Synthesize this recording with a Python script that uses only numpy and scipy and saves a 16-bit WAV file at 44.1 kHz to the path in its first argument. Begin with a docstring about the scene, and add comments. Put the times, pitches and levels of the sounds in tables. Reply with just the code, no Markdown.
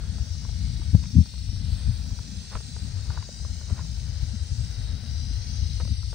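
"""Dirt trail: a rattlesnake buzzes inside a dry bush a few metres from a hand-held phone.
Rattle: random shell clicks, echoed by twigs, coloured at each port, with bands that drift in pitch.
Wind: noise rumble in gusts at the microphone ports, the left far more, with slaps that thump twice.
Grit underfoot: ringing ticks and swarms of crunches. Behind: coloured noise for leaves, slopes and hiss."""
import sys
import numpy as np
from scipy import signal
from scipy.fft import rfft, irfft, next_fast_len
from scipy.io import wavfile
from scipy.ndimage import uniform_filter1d

SR = 44100
rng = np.random.default_rng(int(sys.argv[2]) if len(sys.argv) > 2 else 0)


def bounce(signal):
    """Save signal as a 16-bit WAV file at the path given by the first command-line argument."""
    frames = np.transpose(np.atleast_2d(signal))
    limited = np.clip(frames, -1, 1)
    pcm = np.round(limited * 32767).astype(np.int16)
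    wavfile.write(sys.argv[1], SR, pcm)


N = 270950
T = np.arange(N) / SR
FFT_SIZE = next_fast_len(N)
FFT_HZ = np.arange(FFT_SIZE // 2 + 1) * SR / FFT_SIZE


def undb(db):
    """Amplitude ratio of a level in dB."""
    return 10 ** (np.asarray(db) / 20)


def unit(x):
    """Scale to rms 1."""
    return x / np.sqrt(np.mean(x ** 2))


def spectrum(x):
    """Spectrum on the FFT_HZ grid."""
    return rfft(x, FFT_SIZE)


def waveform(bins):
    """Signal of N samples from a spectrum."""
    return irfft(bins, FFT_SIZE)[..., :N]


def colour(x, hz, db):
    """Filter by (f/Hz, gain/dB) points joined on a log-frequency axis; -90 dB outside them."""
    gain_db = np.interp(np.log(FFT_HZ + 1), np.log(hz), db, left=-90, right=-90)
    return waveform(spectrum(x) * undb(gain_db))


def curves(table):
    """Columns after t/s, interpolated to one value a sample."""
    s, *columns = np.transpose(table)
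    return [np.interp(T, s, column) for column in columns]


def walk(rate_hz):
    """Random levels held 1 / rate_hz and slewed twice; spread near 1."""
    hold = int(SR / rate_hz)
    steps = np.repeat(rng.standard_normal(N // hold + 1), hold)
    return 1.3 * uniform_filter1d(uniform_filter1d(steps, hold), hold)[:N]


def pair(shared):
    """Two noises whose correlation is shared."""
    a, b = rng.standard_normal((2, N))
    return np.array([a, shared * a + np.sqrt(1 - shared ** 2) * b])


def moving_band(x, hz, width_hz):
    """Band of x about a moving centre: shift to 0 Hz, low-pass, shift back."""
    turn = np.exp(2j * np.pi * np.cumsum(hz) / SR)
    low_pass = signal.butter(2, width_hz / 2, fs=SR, output="sos")
    return 2 * (signal.sosfiltfilt(low_pass, x / turn) * turn).real


# the rattle: t/s, low shells level/dB, then middle, high and topmost shells gain/dB
RATTLE_LEVELS = [(0, -54, 5, -4.5, 0), (.35, -52, -1, 2, 0), (.85, -51, -2, -6.5, -4),
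                 (1.1, -51.5, 1.5, -0.5, -1.5), (1.4, -51, 6.5, -5.5, -3.5), (1.7, -50, -1.5, -7, -3.5),
                 (2.2, -51.5, 1.5, -1, -1.5), (2.8, -51.5, 0.5, -3, 1), (3.3, -53, 4.5, 0.5, 2.5),
                 (3.7, -53.5, 2, 0.5, 3), (4.2, -52, -1, -1, 0.5), (4.6, -52, -5, 0, 1.5),
                 (4.9, -51.5, -1, -5.5, -6), (5.2, -50.5, 3, -2.5, -4.5), (5.55, -51, 6.5, 0.5, -9),
                 (5.82, -51, -1, -1.5, -4), (5.95, -50.5, 6, -6, -9), (6.14, -51, 6.5, -2, -4)]
# colour of the buzz at each port, with an abrupt rise at 8 kHz on the right from the phone's processing:
# f/Hz, left/dB, right/dB, likeness of the ports (-1..1)
PORT_COLOUR = [(1800, -17, -20, .6), (2650, -16, -18, .5), (3000, -10, -15, -.4), (3550, -12.5, -12, .3),
               (3800, -6, -8, .85), (4350, -3, -12, .4), (4750, 0, -11, -.1), (6100, -4.5, -7, .3),
               (6900, -14, -15, .1), (7950, -20, -18, 0), (8020, -20, -7, 0), (8400, -22, -8.5, -.2),
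               (9200, -19, -18, -.6), (10200, -25, -24, -.8), (11100, -44, -44, -.5)]
# shell groups, high then topmost: centre f/Hz, Gaussian width/Hz
GROUP_BANDS = [(5750, 800), (7300, 660)]
# drifting ring of the middle shells: t/s, f/Hz
MIDDLE_PITCH = [(0, 4450), (.4, 4550), (1, 4850), (1.2, 4800), (1.3, 4250), (1.5, 4300), (1.6, 4850),
                (2.15, 4550), (2.5, 4650), (3, 4450), (3.4, 4650), (4, 4900), (4.5, 4700), (4.9, 4850),
                (5.3, 4880), (5.8, 4900), (5.88, 4680), (6.14, 4700)]
# drifting ring of the high shells: t/s, f/Hz, band gain/dB
HIGH_PITCH = [(0, 5640, 1), (.4, 5600, 4), (.9, 5760, 4), (1.25, 5600, 4.5), (1.6, 5500, 9.5),
              (1.9, 5500, -1), (2.5, 5600, 1.5), (3.1, 6200, -1), (4, 5800, -0.5), (4.9, 5700, 0),
              (5.15, 5700, 6), (5.6, 6060, 6.5), (5.85, 5900, 2), (6, 5700, 6), (6.14, 5570, 2)]
MIDDLE_WIDTH_HZ, HIGH_WIDTH_HZ = 180, 300
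SHIMMER_DB, SHIMMER_HZ = .5, 12
PAN_DB, PAN_SWAY_DB, PAN_SWAY_HZ = -1.5, -1.4, 3  # left minus right
TWIG_DB, OWN_KNOCKS_DB = -14, -3  # echo mix gain; right port's own knocks under its echoes


def rattle():
    """Shell clicks and faint bush echoes reach both ports; the right also hears echoes and knocks of its own."""
    level_db, middle_db, *group_db = curves(RATTLE_LEVELS)
    pan_db = PAN_DB + PAN_SWAY_DB * walk(PAN_SWAY_HZ)
    hz, left_db, right_db, likeness = np.transpose(PORT_COLOUR)
    like = np.interp(FFT_HZ, hz, likeness)

    knocks = clicks()
    shared = spectrum(unit(knocks + undb(TWIG_DB) * twigs(knocks)))
    own_echoes = unit(twigs(knocks))
    own = spectrum(unit(own_echoes + undb(OWN_KNOCKS_DB) * clicks()))
    left = colour(waveform(shared), hz, left_db)
    right = colour(waveform(like * shared + np.sqrt(1 - like ** 2) * own), hz, right_db)
    ports = spectrum(np.array([left, right]))

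    # shell groups swell and fade as the tail turns, each with its own shimmer
    shares = [np.exp(-.5 * ((FFT_HZ - centre_hz) / width_hz) ** 2) for centre_hz, width_hz in GROUP_BANDS]
    groups = [waveform(ports * share) for share in [1 - sum(shares)] + shares]
    buzz = 0
    for group, gain_db in zip(groups, [0] + group_db):
        buzz = buzz + group * undb(gain_db + SHIMMER_DB * walk(SHIMMER_HZ))

    middle_hz, = curves(MIDDLE_PITCH)
    buzz = buzz + (undb(middle_db) - 1) * moving_band(buzz, middle_hz, MIDDLE_WIDTH_HZ)
    high_hz, high_db = curves(HIGH_PITCH)
    buzz = buzz + (undb(high_db) - 1) * moving_band(buzz, high_hz, HIGH_WIDTH_HZ)
    low_rms = np.std(groups[0].mean(axis=0))
    return undb(level_db) * buzz / low_rms * undb(np.array([pan_db, -pan_db]) / 2)


SHAKE_HZ, SHAKE_DEPTH = 58.3, .14
CLICKS_PER_S, CLICK_SCATTER_DB = 10000, 1.68  # mean rate; mean of the exponential scatter


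def clicks():
    """Loose shells knock at random, more often at the turns of the tail."""
    phase = 2 * np.pi * np.cumsum(SHAKE_HZ * (1 + .02 * walk(3))) / SR
    shake = .87 * np.sin(phase) + .54 * np.sin(2 * phase)
    hit = rng.random(N) < CLICKS_PER_S / SR * (1 + SHAKE_DEPTH * shake)
    sign = rng.choice([-1., 1.], N)
    return unit(hit * sign * undb(CLICK_SCATTER_DB * rng.exponential(size=N)))


# hand drift stretches all echo paths together: t/s, length as a share
ECHO_REACH = [(0, 1.1), (.8, 1.08), (1.7, 1.13), (2, 1.13), (2.5, 1.07), (3, 1.08), (3.5, 1.03),
              (4.4, 1.02), (5.3, .93), (5.8, .93), (5.9, .97), (6.14, .96)]
TWIG_START_S, TWIG_SPAN_S = .001001, .0045  # lags at reach 1
SWAY_S, SWAY_HZ, TWIG_FLICKER_DB = .00006, 3, 4


def twigs(x, count=7):
    """Short echoes off twigs and ground; lags drift as the hand sways, so fine strands wander in the buzz."""
    fine = signal.resample_poly(x, 4, 1)  # quarter-sample lags
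    reach, = curves(ECHO_REACH)
    echoes = 0
    for k, u in enumerate(rng.random(count)):
        lag_s = (TWIG_START_S + TWIG_SPAN_S * (k + u) / count) * reach + SWAY_S * walk(SWAY_HZ)
        index = np.clip(((T - lag_s) * 4 * SR).astype(int), 0, 4 * N - 1)
        echoes = echoes + undb(TWIG_FLICKER_DB * walk(SWAY_HZ)) * fine[index]
    return echoes


# steady wind between gusts, before port gain: t/s, low rumble level/dB, harsh rumble level/dB
STEADY_WIND = [(0.0, -30.5, -47.5), (0.53, -35, -45), (.65, -28, -36.5), (0.85, -25, -44),
               (1.05, -26.5, -45), (1.3, -29, -45), (2.43, -33, -47.5), (2.97, -32, -47),
               (3.57, -33.5, -45.5), (4.6, -33.5, -50), (5.64, -30.5, -48), (6.14, -32.5, -52)]
# gust swells of the rumble, before port gain: t/s, low level/dB, harsh level/dB, Gaussian half length/s
GUST_SWELLS = [(0.215, -21.5, -51, 0.0083), (0.329, -28, -69, 0.012), (0.503, -27.5, -46.5, 0.037),
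               (1.492, -22, -49, 0.0079), (1.567, -20, -66, 0.0057), (1.734, -18.5, -51, 0.0081),
               (1.884, -18.5, -37, 0.021), (2.129, -19.5, -38, 0.0059), (2.157, -42.5, -48, 0.018),
               (2.38, -27.5, -42, 0.012), (2.562, -20, -40, 0.0058), (2.85, -29.5, -39, 0.024),
               (3.095, -21.5, -47, 0.0089), (3.19, -27, -44.5, 0.014), (3.586, -34.5, -50.5, 0.028),
               (3.728, -23, -34.5, 0.011), (3.812, -29.5, -47, 0.015), (4.115, -25.5, -56, 0.0069),
               (4.235, -22.5, -43, 0.01), (4.428, -27.5, -50, 0.021), (4.524, -23.5, -49, 0.011),
               (4.615, -25, -44.5, 0.035), (4.805, -23, -46, 0.0065), (4.943, -27, -43, 0.016),
               (5.12, -28.5, -47, 0.02), (5.348, -26.5, -59, 0.026), (5.5, -30, -41.5, 0.022),
               (5.633, -19.5, -40, 0.0096), (5.722, -28, -45.5, 0.021), (5.845, -25.5, -37, 0.016),
               (5.919, -21.5, -33.5, 0.0093), (6.02, -29.5, -51, 0.017), (6.081, -29.2, -50, 0.0094)]
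# low rumble colour: f/Hz, gain/dB
LOW_COLOUR = [(20, -45), (35, -16.5), (55, 2.5), (80, 2), (110, -4), (150, -18.5), (200, -51.5)]
# harsh rumble colour: f/Hz, gain/dB
HARSH_COLOUR = [(90, -47), (140, 4), (200, -2.5), (260, -12), (320, -27.5), (450, -47.5), (700, -51)]
# pressure wobbles of port slaps: t/s, peak level at the left port/dB, f/Hz, Gaussian length/s
SLAPS = [(0.8, -37, 304, 0.0039), (0.9516, -4.5, 97.6, 0.011), (0.9519, -4, 166.5, 0.0042),
         (0.938, -9, 87.5, 0.0048), (0.993, -15, 65, 0.013), (1.142, -18, 109, 0.0071),
         (1.157, -15.5, 235, 0.0043), (1.169, -4.5, 123.5, 0.0037), (1.178, -13, 99, 0.0055),
         (1.187, -6.5, 190, 0.003), (1.194, -4.5, 80.8, 0.018), (1.211, -9.5, 160, 0.0043),
         (1.532, -38, 270, 0.0022), (1.892, -27, 211, 0.006), (4.346, -26, 206, 0.0063),
         (5.312, -31.5, 236, 0.0035), (5.893, -37, 273, 0.0026)]
# rough edge of a slap: f/Hz, gain/dB
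SPRAY_COLOUR = [(250, -6), (350, 0), (480, -4), (600, -12), (750, -30)]
# wind at the right port against the left: f/Hz, gain/dB, phase lag/rad
RIGHT_SHELTER = [(50, -8.5, .75), (80, -9.5, .6), (130, -11.5, .25), (200, -11.5, .1), (280, -6, -.1),
                 (500, -4, -.1), (900, -4, 0)]
LULL_DB, LULL_HZ, HARSH_FLUTTER_DB, FLUTTER_HZ = 5, 14, 3.5, 18
STIR_DB, SPRAY_DB = -20, -47  # under the slap
WIND_SHARED, WIND_PORT_DB = .98, 4


def wind():
    """Eddies over the ports: low and harsh rumble swelling in gusts, plus the slaps of single gusts."""
    low_db, harsh_db = curves(STEADY_WIND)
    low_gain = undb(low_db + LULL_DB * np.minimum(walk(LULL_HZ), .6))
    harsh_gain = undb(harsh_db + HARSH_FLUTTER_DB * walk(FLUTTER_HZ))
    for s, gust_low_db, gust_harsh_db, half_s in GUST_SWELLS:
        near = slice(max(int((s - .2) * SR), 0), int((s + .2) * SR))
        swell = np.exp(-.5 * ((T[near] - s) / half_s) ** 2)
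        low_gain[near] += (undb(gust_low_db) - low_gain[near]) * swell
        harsh_gain[near] += (undb(gust_harsh_db) - harsh_gain[near]) * swell
    low_eddies = even_eddies(LOW_COLOUR, .05)
    harsh_eddies = even_eddies(HARSH_COLOUR, .04)

    slaps, stir = 0, 0
    for s, peak_db, hz, length_s in SLAPS:
        push = undb(peak_db - WIND_PORT_DB) * np.exp(-.5 * ((T - s) / length_s) ** 2)
        slaps = slaps - push * np.cos(2 * np.pi * hz * (T - s))
        stir = stir + push
    # a strong slap sweeps the small eddies away while it lasts
    calm = 1 / (1 + 12 * uniform_filter1d(np.abs(slaps), 1024))
    low = calm * low_gain * low_eddies
    harsh = slaps + (calm * harsh_gain + undb(STIR_DB) * stir) * harsh_eddies
    spray = unit(colour(rng.standard_normal(N), *np.transpose(SPRAY_COLOUR)))
    harsh = harsh + undb(SPRAY_DB) * stir * spray
    left, right = (low + harsh) * undb(WIND_PORT_DB)

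    # sheltered right port; the deepest swings reach it late
    hz, db, late_rad = np.transpose(RIGHT_SHELTER)
    shelter = undb(np.interp(FFT_HZ, hz, db)) * np.exp(-1j * np.interp(FFT_HZ, hz, late_rad))
    return np.array([left, waveform(spectrum(right) * shelter)])


def even_eddies(table, span_s):
    """Coloured eddy noise at the two ports, levelled by its running power so that the gusts set the swell."""
    x = colour(pair(WIND_SHARED), *np.transpose(table))
    size = int(span_s * SR)
    power = uniform_filter1d(uniform_filter1d(x ** 2, size), size)
    return x / np.sqrt(power + .014 * np.mean(x ** 2))


# grit ticks, before mode and port gains: t/s, middle level/dB, dull level/dB, bright level/dB
GRIT_TICKS = [(0.183, -41.5, -60, -56), (0.45, -41.5, -58, -53), (0.491, -45, -49, -56),
              (0.817, -42, -62, -49), (1.038, -43.5, -64, -33.5), (1.056, -47, -68, -35),
              (1.258, -45.5, -56, -60), (1.339, -47, -57, -57), (2.189, -39.5, -59, -54),
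              (2.515, -42, -52, -43), (2.531, -39, -59, -43), (2.553, -28, -43.5, -27),
              (2.557, -36, -47, -43), (2.605, -43, -51, -54), (2.764, -38.5, -49, -38),
              (3.103, -32, -50, -55), (3.175, -29, -48, -56), (3.226, -40.5, -62.5, -31.5),
              (3.29, -50, -45, -56), (3.449, -42.5, -51, -57), (3.612, -44.5, -52, -57),
              (3.699, -41, -60, -48), (3.706, -44, -45, -57), (3.792, -37, -55, -46),
              (5.801, -36.5, -43.5, -44), (5.819, -48, -49, -58), (5.851, -48, -53, -58),
              (5.876, -48, -54, -58), (6.03, -45, -69, -56), (6.129, -36.5, -47, -55)]
# grit modes: nominal f/Hz (scattered per tick), gain/dB, t60/s
GRIT_MODES = [(491, 10.5, 0.019), (662, 6.5, 0.032), (935, 0.5, 0.021), (1152, -0.5, 0.015),
              (1320, -0.5, 0.016), (1850, -6, 0.0094), (2280, -4.5, 0.011), (2880, -8, 0.0082)]
# crunches under a shifting sole: start t/s, length/s, level before port gain/dB
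SOLE_CRUNCHES = [(0.405, 0.074, -60), (2.504, 0.061, -47), (2.554, 0.031, -47), (3.037, 0.24, -53),
                 (3.663, 0.11, -52.5), (3.75, 0.085, -49.5), (5.799, 0.02, -42.5)]
# faint stray ticks until the feet rest: middle, dull, bright level; scatter either way
STRAY_DB, STRAY_SCATTER_DB, FEET_REST_S = (-54, -62, -60), 3, 4.0


def grit(count=40):
    """Each tick rings dull, middle and bright modes by its own blow; a crunch is a swarm of small ones."""
    ringing, t = np.zeros(N + 2048), T[:2048]
    ticks = list(GRIT_TICKS)
    for u in rng.random((count, 4)):
        ticks.append((FEET_REST_S * u[0], *np.add(STRAY_DB, STRAY_SCATTER_DB * (2 * u[1:] - 1))))
    attack = 1 - np.exp(-t / .00051)
    for s, middle_db, dull_db, bright_db in ticks:
        ring = 0
        for (hz, mode_db, t60_s), u in zip(GRIT_MODES, rng.random(len(GRIT_MODES))):
            blow_db = dull_db if hz < 800 else middle_db if hz < 1600 else bright_db
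            decay = np.exp(-np.log(1000) * t / t60_s)
            ring = ring + undb(mode_db + blow_db) * decay * np.sin(2 * np.pi * hz * (.869 + .26 * u) * t)
        start = int(s * SR)
        ringing[start:start + 2048] += ring * attack

    hits = rng.random(N) < 6000 / SR  # mean 6000 grains/s
    swarm = hits * rng.standard_normal(N) * undb(rng.exponential(size=N))
    swarm = unit(colour(swarm, [300, 600, 1400, 2500, 3500], [1, -.5, .5, -9, -14]))
    press = 0
    for s, length_s, db in SOLE_CRUNCHES:
        press = press + undb(db) * np.sin(np.pi * np.clip((T - s) / length_s, 0, 1))
    return (ringing[:N] + swarm * press) * undb([[-2], [1.2]])  # left, right


# leaves and far slopes: f/Hz, gain/dB
AIR_COLOUR = [(200, -9), (400, 2.5), (800, -1), (1150, -7), (1500, 1), (2200, -6), (3000, -13.5),
              (4000, -35)]
# phone hiss: f/Hz, gain/dB
HISS_COLOUR = [(9000, -36), (11200, -14), (12200, 5.5), (13400, -29), (14500, -1.5), (15500, 14.5),
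               (17000, -1)]
AIR_DB, AIR_SHARED, AIR_DRIFT_DB, AIR_DRIFT_HZ = -58.5, .73, 2, 3.91
HISS_DB, HISS_SHARED, HISS_DRIFT_DB, HISS_DRIFT_HZ = -71, .82, 1.5, 24


def air():
    """Leaves and far slopes murmur as broad noise; the phone's hiss sits at the top, alike on both sides."""
    far = unit(colour(pair(AIR_SHARED), *np.transpose(AIR_COLOUR)))
    side_db = np.array([[1.5], [-1.5]])
    far = far * undb(AIR_DB + AIR_DRIFT_DB * walk(AIR_DRIFT_HZ) + side_db)
    hiss = unit(colour(pair(HISS_SHARED), *np.transpose(HISS_COLOUR)))
    return far + hiss * undb(HISS_DB + HISS_DRIFT_DB * walk(HISS_DRIFT_HZ))


def scene():
    """Sum of all sources at the two ports."""
    return rattle() + wind() + grit() + air()


TOP_HZ = 15730


def record(dry):
    """Clip at full scale, which the strongest slaps reach; elliptic low-pass cuts the top."""
    low_pass = signal.ellip(14, .3, 60, TOP_HZ, fs=SR, output="sos")
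    return signal.sosfilt(low_pass, np.clip(dry, -1, 1))


dry = scene()
out = record(dry)
bounce(out)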